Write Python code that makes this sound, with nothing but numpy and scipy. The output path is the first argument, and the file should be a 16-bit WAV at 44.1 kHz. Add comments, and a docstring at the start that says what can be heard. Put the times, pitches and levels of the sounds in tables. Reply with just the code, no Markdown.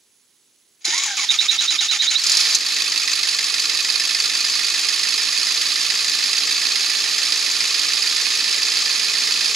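"""Outdoors, beside the wing of a pickup with its bonnet up; a stereo microphone, the engine to the right.
The cold eight-cylinder diesel is started. Its starter grinds and slows through each compression and
chirps as the load lets go. The engine catches, the pinion clashes out of mesh, and a hard idle slowly
gathers speed: firing knocks clatter through the block, valve gear rings, the exhaust throbs underneath."""
import sys
import numpy as np
from scipy import signal
from scipy.fft import rfft, irfft, next_fast_len
from scipy.io import wavfile
from scipy.ndimage import uniform_filter1d

SR = 44100
rng = np.random.default_rng(int(sys.argv[2]) if len(sys.argv) > 2 else 0)


def master(y):
    """Save y as 16-bit WAV."""
    cut = np.clip(np.atleast_2d(y).T, -1, 1)
    pcm = np.round(cut * 32767)  # scale
    wavfile.write(sys.argv[1], SR, pcm.astype(np.int16))


N = 421155
T = np.arange(N) / SR
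CATCH_S = 2.172  # the engine starts to fire

# Compressions met by the starter; the last fires. Each row: time in seconds, free run-up in seconds.
COMPRESSIONS = [(1.166, 0), (1.299, .013), (1.402, .019), (1.506, 0.026), (1.603, 0.025), (1.7, 0.027),
                (1.804, 0.025), (1.907, 0.026), (2.016, 0.029), (2.1, 0.034), (2.19, 0.045)]
# The idle holds, then creeps up. Each row: time in seconds, speed in rpm.
IDLE_SPEED = [(3.2, 768.7), (4.4, 811), (6, 838.3), (9.55, 874.7)]
# The cylinders. Each row: place in the cycle from 0 to 1, relative knock in dB, decay in seconds,
# brightness in dB per octave, injector ring in Hz.
CYLINDERS = [(.035, 2, 0.0097, -0.5, 6050), (.139, 4, 0.0082, 0.5, 4540), (.277, 1, 0.012, 0.5, 5040),
             (.397, 1, 0.013, -1, 5100), (.511, 2.5, 0.0099, 0, 4370), (.645, -0.5, .009, 3, 6700),
             (.777, 4, 0.01, -0.5, 5020), (.907, -0.5, 0.013, -0.5, 5040)]
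# Resonances of covers and pipes. Each row: centre in Hz, width in Hz, lift in dB.
COVERS = [(148.5, 29.5, 4.5), (453, 55, 4), (530, 45, -6), (685, 97, -3), (1240, 55, 5), (1399, 33, 5),
          (1490, 100, -8), (1770, 84, 5.5), (2430, 130, 1.5), (5220, 350, 2), (6280, 54, 4.5)]


def gain_of(db):
    """Decibels to a factor."""
    return 10 ** (np.asarray(db) / 20)


def unit_rms(x):
    """Scales to rms 1."""
    return x / np.sqrt(np.mean(x ** 2) + 1e-20)


def spectrum_at(points, hz):
    """Reads a spectrum on a log-frequency axis."""
    f, value = np.transpose(points)
    return np.interp(np.log(hz + 1), np.log(f + 1), value)


def curve(rows, at=T):
    """Reads rows of time and value, by default at every sample."""
    return np.interp(at, *np.transpose(rows))


def add(mix, s, sound):
    """Mixes a sound in at s seconds."""
    part = mix[round(s * SR):][:len(sound)]
    part += sound[:len(part)]


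def bell(hz, centre, width):
    """Shape of a resonance, 1 at its centre."""
    return 1 / (1 + (2 * (hz - centre) / width) ** 2)


def colour(x, points, peaks=(), size=8192):
    """Causal filter of unit energy from points of Hz and relative dB, plus resonances."""
    hz = abs(np.fft.fftfreq(size, 1 / SR))
    db = spectrum_at(points, hz) + sum(boost * bell(hz, f, width) for f, width, boost in peaks)
    minimum_phase = np.exp(signal.hilbert(np.log(gain_of(db) + 1e-6)).conj())
    impulse = np.fft.ifft(minimum_phase).real[:size // 2]
    return signal.oaconvolve(x, impulse / np.linalg.norm(impulse))[:len(x)]


def wander(count, size):
    """Smooth random drift of rms 1 that changes over about size samples."""
    return unit_rms(uniform_filter1d(uniform_filter1d(rng.standard_normal(count), size), size // 2))


def grit(count, spread_db):
    """A rattle of tiny impacts of unequal size, rms 1."""
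    sign, size = rng.standard_normal((2, count))
    return unit_rms(sign * gain_of(spread_db * np.minimum(size, 2.5)))


def blow(t, rise_s, decay_s):
    """Envelope of an impact: quick rise, exponential fall."""
    return (1 - np.exp(-t / rise_s)) * np.exp(-t / decay_s)


def gate(start, end, attack_s, release_s):
    """Attack, hold and release between two times."""
    return np.clip(np.minimum((T - start) / attack_s, (end - T) / release_s), 0, 1)


def phase_of(hz):
    """Running phase in radians of a changing pitch."""
    return 2 * np.pi * np.cumsum(hz) / SR


def background(air_db=-60.5):
    """Faint open-air hiss and the thin whine of the electrics with the key on."""
    # Open air. Each row: frequency in Hz, relative level in dB.
    open_air = [(15, -46), (25, -16), (75, -11), (268, 0), (401, -0.5), (706, -11), (1000, -6),
                (1120, -9.5), (6790, 0), (8420, -7), (10200, -2), (11600, -9), (14400, -13.5), (15600, -6)]
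    # Whine of the electrics. Each row: centre in Hz, width in Hz, level in dB.
    electrics = [(6115, 60, -76), (7070, 120, -77), (7881, 50, -75), (9900, 220, -75), (10600, 250, -83)]
    hz, whine = np.fft.rfftfreq(N, 1 / SR), np.zeros(N)
    for centre, width, db in electrics:
        band = irfft(rfft(rng.standard_normal(N)) * bell(hz, centre, width), N)
        whine += gain_of(db) * unit_rms(band)
    return gain_of(air_db) * colour(rng.standard_normal(N), open_air) + whine


def gear_whine(hz, waver=.045, second_db=6, rough_db=4):
    """Meshing teeth: two partials, unsteady in pitch and strength."""
    angle = phase_of(hz * (1 + waver * wander(len(hz), size=90)))
    roughness = unit_rms(gain_of(rough_db * wander(len(hz), size=400)))
    return (np.sin(angle) + gain_of(second_db) * np.sin(2 * angle)) * roughness


def first_turn(solenoid_s=.803, solenoid_db=-51.5, engage_s=.843, grind_db=-22.5, whine_db=-38):
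    """Load and whine as the solenoid pulls in and the starter heaves to the first compression."""
    # Pitch of the gear mesh. Each row: time in seconds, frequency in Hz.
    mesh_pitch = [(.85, 720), (.885, 853), (.94, 948), (.98, 1090), (1.02, 1156), (1.05, 1123),
                  (1.085, 848), (1.16, 748)]
    attack_s, release_s = .0095, .095
    end = COMPRESSIONS[0][0] + attack_s
    load = gain_of(solenoid_db) * gate(solenoid_s, end, attack_s, release_s)
    load += gain_of(grind_db) * gate(engage_s, end, attack_s, release_s)
    swell = gate(engage_s, end, attack_s=.11, release_s=release_s / 2)
    return load, gain_of(whine_db) * swell * gear_whine(curve(mesh_pitch))


def starter(stroke_db=-20.5, whine_db=-15, coast_db=-28, sag_db=3, lumpy_db=.9):
    """The gears grind and slow under each compression, and run lightly in between."""
    # Grinding gears. Each row: frequency in Hz, relative level in dB.
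    grind_spectrum = [(15, -81), (25, -53), (306, -22), (601, -19), (876, -14), (1630, -12.5), (2190, -1.5),
                      (2720, -6), (3960, 2), (4290, -5.5), (6610, 0), (8420, -20), (10200, -15),
                      (11300, -34), (15600, -28)]
    # Resonances of starter and bell housing. Each row: centre in Hz, width in Hz, lift in dB.
    housing = [(320, 55, 6), (594, 120, -15), (823, 39, 10), (1080, 74, -8), (1384, 33, 8),
               (1790, 37, 11.5), (2200, 220, 3), (4890, 270, 9), (6770, 270, 6.5)]
    coast_spectrum = [(25, -58), (100, -35), (350, -22.5), (600, -31), (1500, -15), (3000, -7),
                      (5000, -2), (7000, -10), (8300, -22), (10000, -23), (12000, -28.5), (15500, -36)]
    loaded_share, mesh_hz, mesh_sag, nominal_beat_s = .7, 1688, .27, .1
    load, whine = first_turn()
    times = np.transpose(COMPRESSIONS)[0]
    for s, beat in zip(times, np.diff(times)):
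        progress = np.arange(0, 1, 1 / (loaded_share * beat * SR))
        push = gain_of(stroke_db - sag_db * progress) * signal.windows.tukey(len(progress), .23)
        start_hz = mesh_hz * (nominal_beat_s / beat) ** .76  # quicker beats mesh higher
        hz = start_hz * (1 - mesh_sag * progress * (2 - progress))
        add(load, s, push)
        add(whine, s, gain_of(whine_db) * push * gear_whine(hz))
    lumps = gain_of(lumpy_db * wander(N, size=170))
    coast = gain_of(coast_db) * gate(1.04, 2.38, attack_s=.14, release_s=.072) * grit(N, spread_db=-1.5)
    grind = colour(load * lumps * grit(N, spread_db=4), grind_spectrum, housing)
    return grind + whine + colour(coast, coast_spectrum)


def starter_chirps(db=-14, rough_db=3, fade_db_per_s=450, echo=.76, echo_s=.009):
    """A squeal climbs in each run-up, falls under load, and beats with its echo from the bodywork."""
    start_hz, shake_hz, climb_hz_per_s, drop_hz_per_s = 3540, 50, 20000, 26000
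    overshoot_s, tail_s = .005, .033
    out = np.zeros(N)
    for s, run_up in COMPRESSIONS[1:]:
        t = np.arange(0, run_up + tail_s, 1 / SR)
        loaded_s = np.maximum(t - run_up - overshoot_s, 0)
        hz = start_hz + climb_hz_per_s * (t - loaded_s) - drop_hz_per_s * loaded_s
        hz += shake_hz * wander(len(t), size=50)
        level_db = db + rough_db * wander(len(t), size=110) - fade_db_per_s * np.maximum(t - run_up, 0)
        resonance = np.sqrt(bell(hz, centre=3800, width=300))
        squeal = gain_of(level_db) * resonance * signal.windows.tukey(len(t), .22) * np.sin(phase_of(hz))
        add(out, s - run_up, squeal)
        add(out, s - run_up + echo_s * rng.uniform(.7, 1.05), echo * squeal)
    return out


def pinion(thump_s=.876, thump_db=-34, ringing=.86, waver=.018):
    """A thump as the starter takes the load, and bright ringing clashes of its teeth."""
    # Teeth clash as the pinion goes in, and again as the engine overtakes it.
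    # Each row: start in seconds, level in dB, ring in Hz.
    clashes = [(0.85, -14.5, 4070), (.942, -17.5, 6030), (.978, -15, 5480), (1.034, -15.5, 6766),
               (1.06, -18.5, 6660), (1.167, -22, 6500), (2.2367, -14, 4930), (2.265, -11, 5000),
               (2.2956, -11.5, 6930), (2.316, -10.5, 4900), (2.3688, -9.5, 5400), (2.402, -12, 5350),
               (2.5472, -6.5, 6220)]
    clash_spectrum = [(500, -47), (2500, -43), (4000, 1.5), (5300, 2), (7200, .5), (8500, -15.5),
                      (10000, -11), (15000, -32)]
    thump_spectrum = [(60, -28.5), (200, -8.5), (330, 4), (600, -12.5), (1500, -45)]
    t = np.arange(0, .08, 1 / SR)
    clash, ring, thump = np.zeros((3, N))
    for s, db, hz in clashes:
        hit = gain_of(db) * blow(t, rise_s=.0014, decay_s=.0078)
        add(clash, s, hit * rng.standard_normal(len(t)))
        ring_hz = hz * (1 + waver * wander(len(t), size=60))
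        add(ring, s, ringing * hit * np.sin(phase_of(ring_hz)))
    jolt = gain_of(thump_db) * blow(t, rise_s=.0051, decay_s=.015)
    add(thump, thump_s, jolt * rng.standard_normal(len(t)))
    return ring + colour(clash, clash_spectrum) + colour(thump, thump_spectrum)


def crank_cycles():
    """Four-stroke cycles turned since the engine caught, two revolutions each."""
    cycles = np.cumsum(curve(IDLE_SPEED)) / (2 * 60 * SR)
    return cycles - cycles[round(CATCH_S * SR)]


def times_of(place, cycles):
    """The moments at which the crankshaft passes one place in its cycle."""
    return np.interp(np.arange(place, cycles[-1], 1), cycles, T)


def running_gain(db, db_per_doubling, build_s):
    """Strength of an engine layer: it builds up after the catch and then follows the speed."""
    rpm = curve(IDLE_SPEED)
    build_up = np.clip((T - CATCH_S) / build_s, 0, 1) ** 2
    return gain_of(db + db_per_doubling * np.log2(rpm / rpm[0])) * build_up


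def hum(cycles, waver_db=2, early_db=-7, late_db=3.5):
    """Tones of exhaust and belt drive, locked to the crankshaft, waver and grow as the idle settles."""
    # The tones. Each row: multiple of the cycle rate, relative level in dB.
    orders = [(20, -20), (24, -20), (32, -12), (40, -15), (48, -15), (56, -7), (64, -11), (67, -13),
              (84, -11)]
    knots = np.linspace(CATCH_S, T[-1], 30)
    growth_db, out = np.linspace(early_db, late_db, len(knots)), np.zeros(N)
    for order, db in orders:
        swell = gain_of(db + growth_db + waver_db * rng.standard_normal(len(knots)))
        out += np.interp(T, knots, swell) * np.sin(2 * np.pi * (order * cycles + rng.random()))
    return out


def exhaust(cycles, throb=.14):
    """A low rumble that throbs at the firing rate."""
    # The rumble. Each row: frequency in Hz, relative level in dB.
    rumble_spectrum = [(15, -61.5), (25, -38.5), (102, -21.5), (140, -11.5), (189, -9.5), (269, 0),
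                       (363, -2), (395, -2), (518, -1), (606, -4.5), (750, -14.5), (980, -22), (1650, -120)]
    firing = -np.cos(2 * np.pi * len(CYLINDERS) * cycles)
    return colour((1 + throb * firing) * rng.standard_normal(N), rumble_spectrum, COVERS)


def gear_rattle(overrun_s=2.236, release_s=2.58, overrun_db=6):
    """The gears rattle steadily, and harder while the engine overruns the pinion."""
    spectrum = [(500, 3.5), (1500, .5), (3500, 2), (5000, 3.5), (8000, -2), (11000, 1.5), (15000, 2.5)]
    overrun = gain_of(overrun_db * gate(overrun_s, release_s, attack_s=.1, release_s=.04))
    strength = running_gain(db=-25.5, db_per_doubling=13.4, build_s=.068) * overrun
    return colour(strength * grit(N, spread_db=4), spectrum)


def valve_rings(cycles, uneven_db=.7, detune=.015, rise_s=.0022):
    """Valve gear and covers ring once a cycle at set crank angles."""
    # The parts. 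Each row: place in the cycle from 0 to 1, pitch in Hz, relative dB, decay in seconds.
    ringing_parts = [(.076, 2588, -17.5, 0.0082), (.06, 1041, -34, 0.0078), (.135, 1155, -32.5, 0.01),
                     (.19, 1897, -30, 0.0081), (.425, 2570, -21, 0.0095), (.452, 2540, -20.5, 0.007),
                     (.475, 1350, -32, .004), (.547, 1180, -27.5, 0.0093), (.62, 2540, -22, 0.0075),
                     (.797, 1293, -32, 0.0032), (.79, 2545, -20, 0.0068), (.82, 2008, -19, 0.0056),
                     (.885, 1790, -25.5, 0.0091), (0.926, 1817, -18.5, 0.0037), (.14, 4670, -10.5, 0.006),
                     (.277, 5250, -16, 0.0044), (.508, 4600, -13.5, 0.0061), (.78, 5006, -14, 0.0068)]
    t, out = np.arange(0, .06, 1 / SR), np.zeros(N)
    for place, hz, db, decay_s in ringing_parts:
        for s in times_of(place, cycles):
            size, off, phase = rng.standard_normal(3)
            tone = np.sin(2 * np.pi * (hz * (1 + detune * off) * t + phase))
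            add(out, s, gain_of(db + uneven_db * size) * blow(t, rise_s, decay_s) * tone)
    return out


def knocks(cycles, alike=.45, uneven_db=.6, jitter_s=.0003, rise_s=.002, injector_db=5):
    """Each cylinder fires with its own rattle, partly the same every time, and rings its injector."""
    # Strong and weak cylinders stand out as the fuel settles, then even up a little.
    # Each row: time in seconds, factor on their dB.
    contrast = [(2.8, 1.34), (4.5, 1.36), (8.5, 1.2)]
    t, out = np.arange(2048) / SR, np.zeros(N)
    hz = np.fft.rfftfreq(len(t), 1 / SR)
    octaves = np.log2(np.clip(hz, 1500, 11000) / 4500)
    for place, db, decay_s, brightness, injector_hz in CYLINDERS:
        signature = grit(len(t), spread_db=.5)
        timbre = gain_of(brightness * octaves + injector_db * bell(hz, injector_hz, width=380))
        for s in times_of(place, cycles):
            size, late = rng.standard_normal(2)
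            impacts = np.sqrt(alike) * signature + np.sqrt(1 - alike) * grit(len(t), spread_db=3)
            hit = irfft(rfft(impacts * blow(t, rise_s, decay_s)) * timbre)
            strength_db = db * curve(contrast, at=s) + uneven_db * size
            add(out, s + jitter_s * late, gain_of(strength_db) * hit)
    return out / np.std(out[T > CATCH_S])


def engine(ring_db=21):
    """Knocks and gear rattle excite the block; valve gear rings, and the exhaust hums underneath."""
    # The governor feeds fuel, backs off and settles. Each row: time in seconds, change of knock in dB.
    governor = [(2.18, -6), (2.42, -3.5), (2.55, -8.5), (2.75, -2.5)]
    # Response of block and injectors. Each row: frequency in Hz, relative level in dB.
    block_spectrum = [(290, -46), (500, -32.5), (717, -21), (1200, -16.5), (1520, -12.5), (1750, -12),
                      (2270, -8.5), (2550, -7.5), (2900, -10), (4800, -0.5), (5710, -9), (6590, -5),
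                      (8670, -18.5), (10500, -19), (15600, -41.5)]
    knock_spectrum = [(500, -9.5), (1500, -1), (3500, .5), (5000, -1.5), (8000, -1), (15000, 1.5)]
    cycles = crank_cycles()
    knock_gain = running_gain(db=-20, db_per_doubling=-4, build_s=.011) * gain_of(curve(governor))
    rumble_gain = running_gain(db=-51, db_per_doubling=10.6, build_s=.11)
    knocking = colour(knock_gain * knocks(cycles), knock_spectrum)
    clatter = colour(knocking + gear_rattle(), block_spectrum, COVERS)
    rumble = rumble_gain * exhaust(cycles)
    ringing = gain_of(ring_db) * knock_gain * valve_rings(cycles)
    return clatter + ringing + rumble + rumble_gain * hum(cycles)


def stereo_microphone(x, drift_hz=70):
    """Two ports share the direct sound; scatter from bonnet and ground reaches them in drifting phase."""
    # Likeness of the ports. Each row: frequency in Hz, likeness from 0 to 1.
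    port_likeness = [(60, .4), (130, .8), (290, .95), (1400, .96), (3100, .93), (6800, .88), (10000, .7),
                     (15000, .55)]
    # Balance of the ports. Each row: frequency in Hz, left minus right in dB.
    port_balance = [(60, -4), (200, -3.5), (700, -4.5), (1300, -3), (2400, -7), (4400, -7.5), (6300, 2.5),
                    (8100, 7), (10000, -17), (12500, 9.5), (15000, -6)]
    # Phase between the ports. Each row: frequency in Hz, lead of the left in radians.
    port_lead = [(1800, 0), (2760, -.7), (3190, .3), (4740, .1), (5770, .6), (7670, -.7), (9650, -.9),
                 (12300, .2), (14000, 2.5)]
    size = next_fast_len(N + SR)
    hz, side = np.fft.rfftfreq(size, 1 / SR), np.array([[1], [-1]])
    drift = phase_of(drift_hz * wander(size, size=300))
    scatter = (signal.hilbert(x, size) * np.exp(1j * drift)).real
    likeness = spectrum_at(port_likeness, hz)
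    ports = np.sqrt((1 + likeness) / 2) * rfft(x, size) + side * np.sqrt((1 - likeness) / 2) * rfft(scatter)
    ports *= gain_of(side * spectrum_at(port_balance, hz) / 2)
    ports *= np.exp(.5j * side * spectrum_at(port_lead, hz))
    return irfft(ports, size)[:, :N]


def scene():
    """From beside the wing: starter and engine under the open bonnet, to the right."""
    return stereo_microphone(background() + starter() + starter_chirps() + pinion() + engine())


def record(dry):
    """The loudest peaks are gently rounded off, then the highest treble is cut."""
    ceiling, cutoff_hz = .8, 15800
    rounded = dry / (1 + (dry / ceiling) ** 6) ** (1 / 6)
    low_pass = signal.firwin(511, cutoff_hz, window=("kaiser", 9), fs=SR)
    return signal.oaconvolve(rounded, low_pass[None], "same")


dry = scene()
out = record(dry)
master(out)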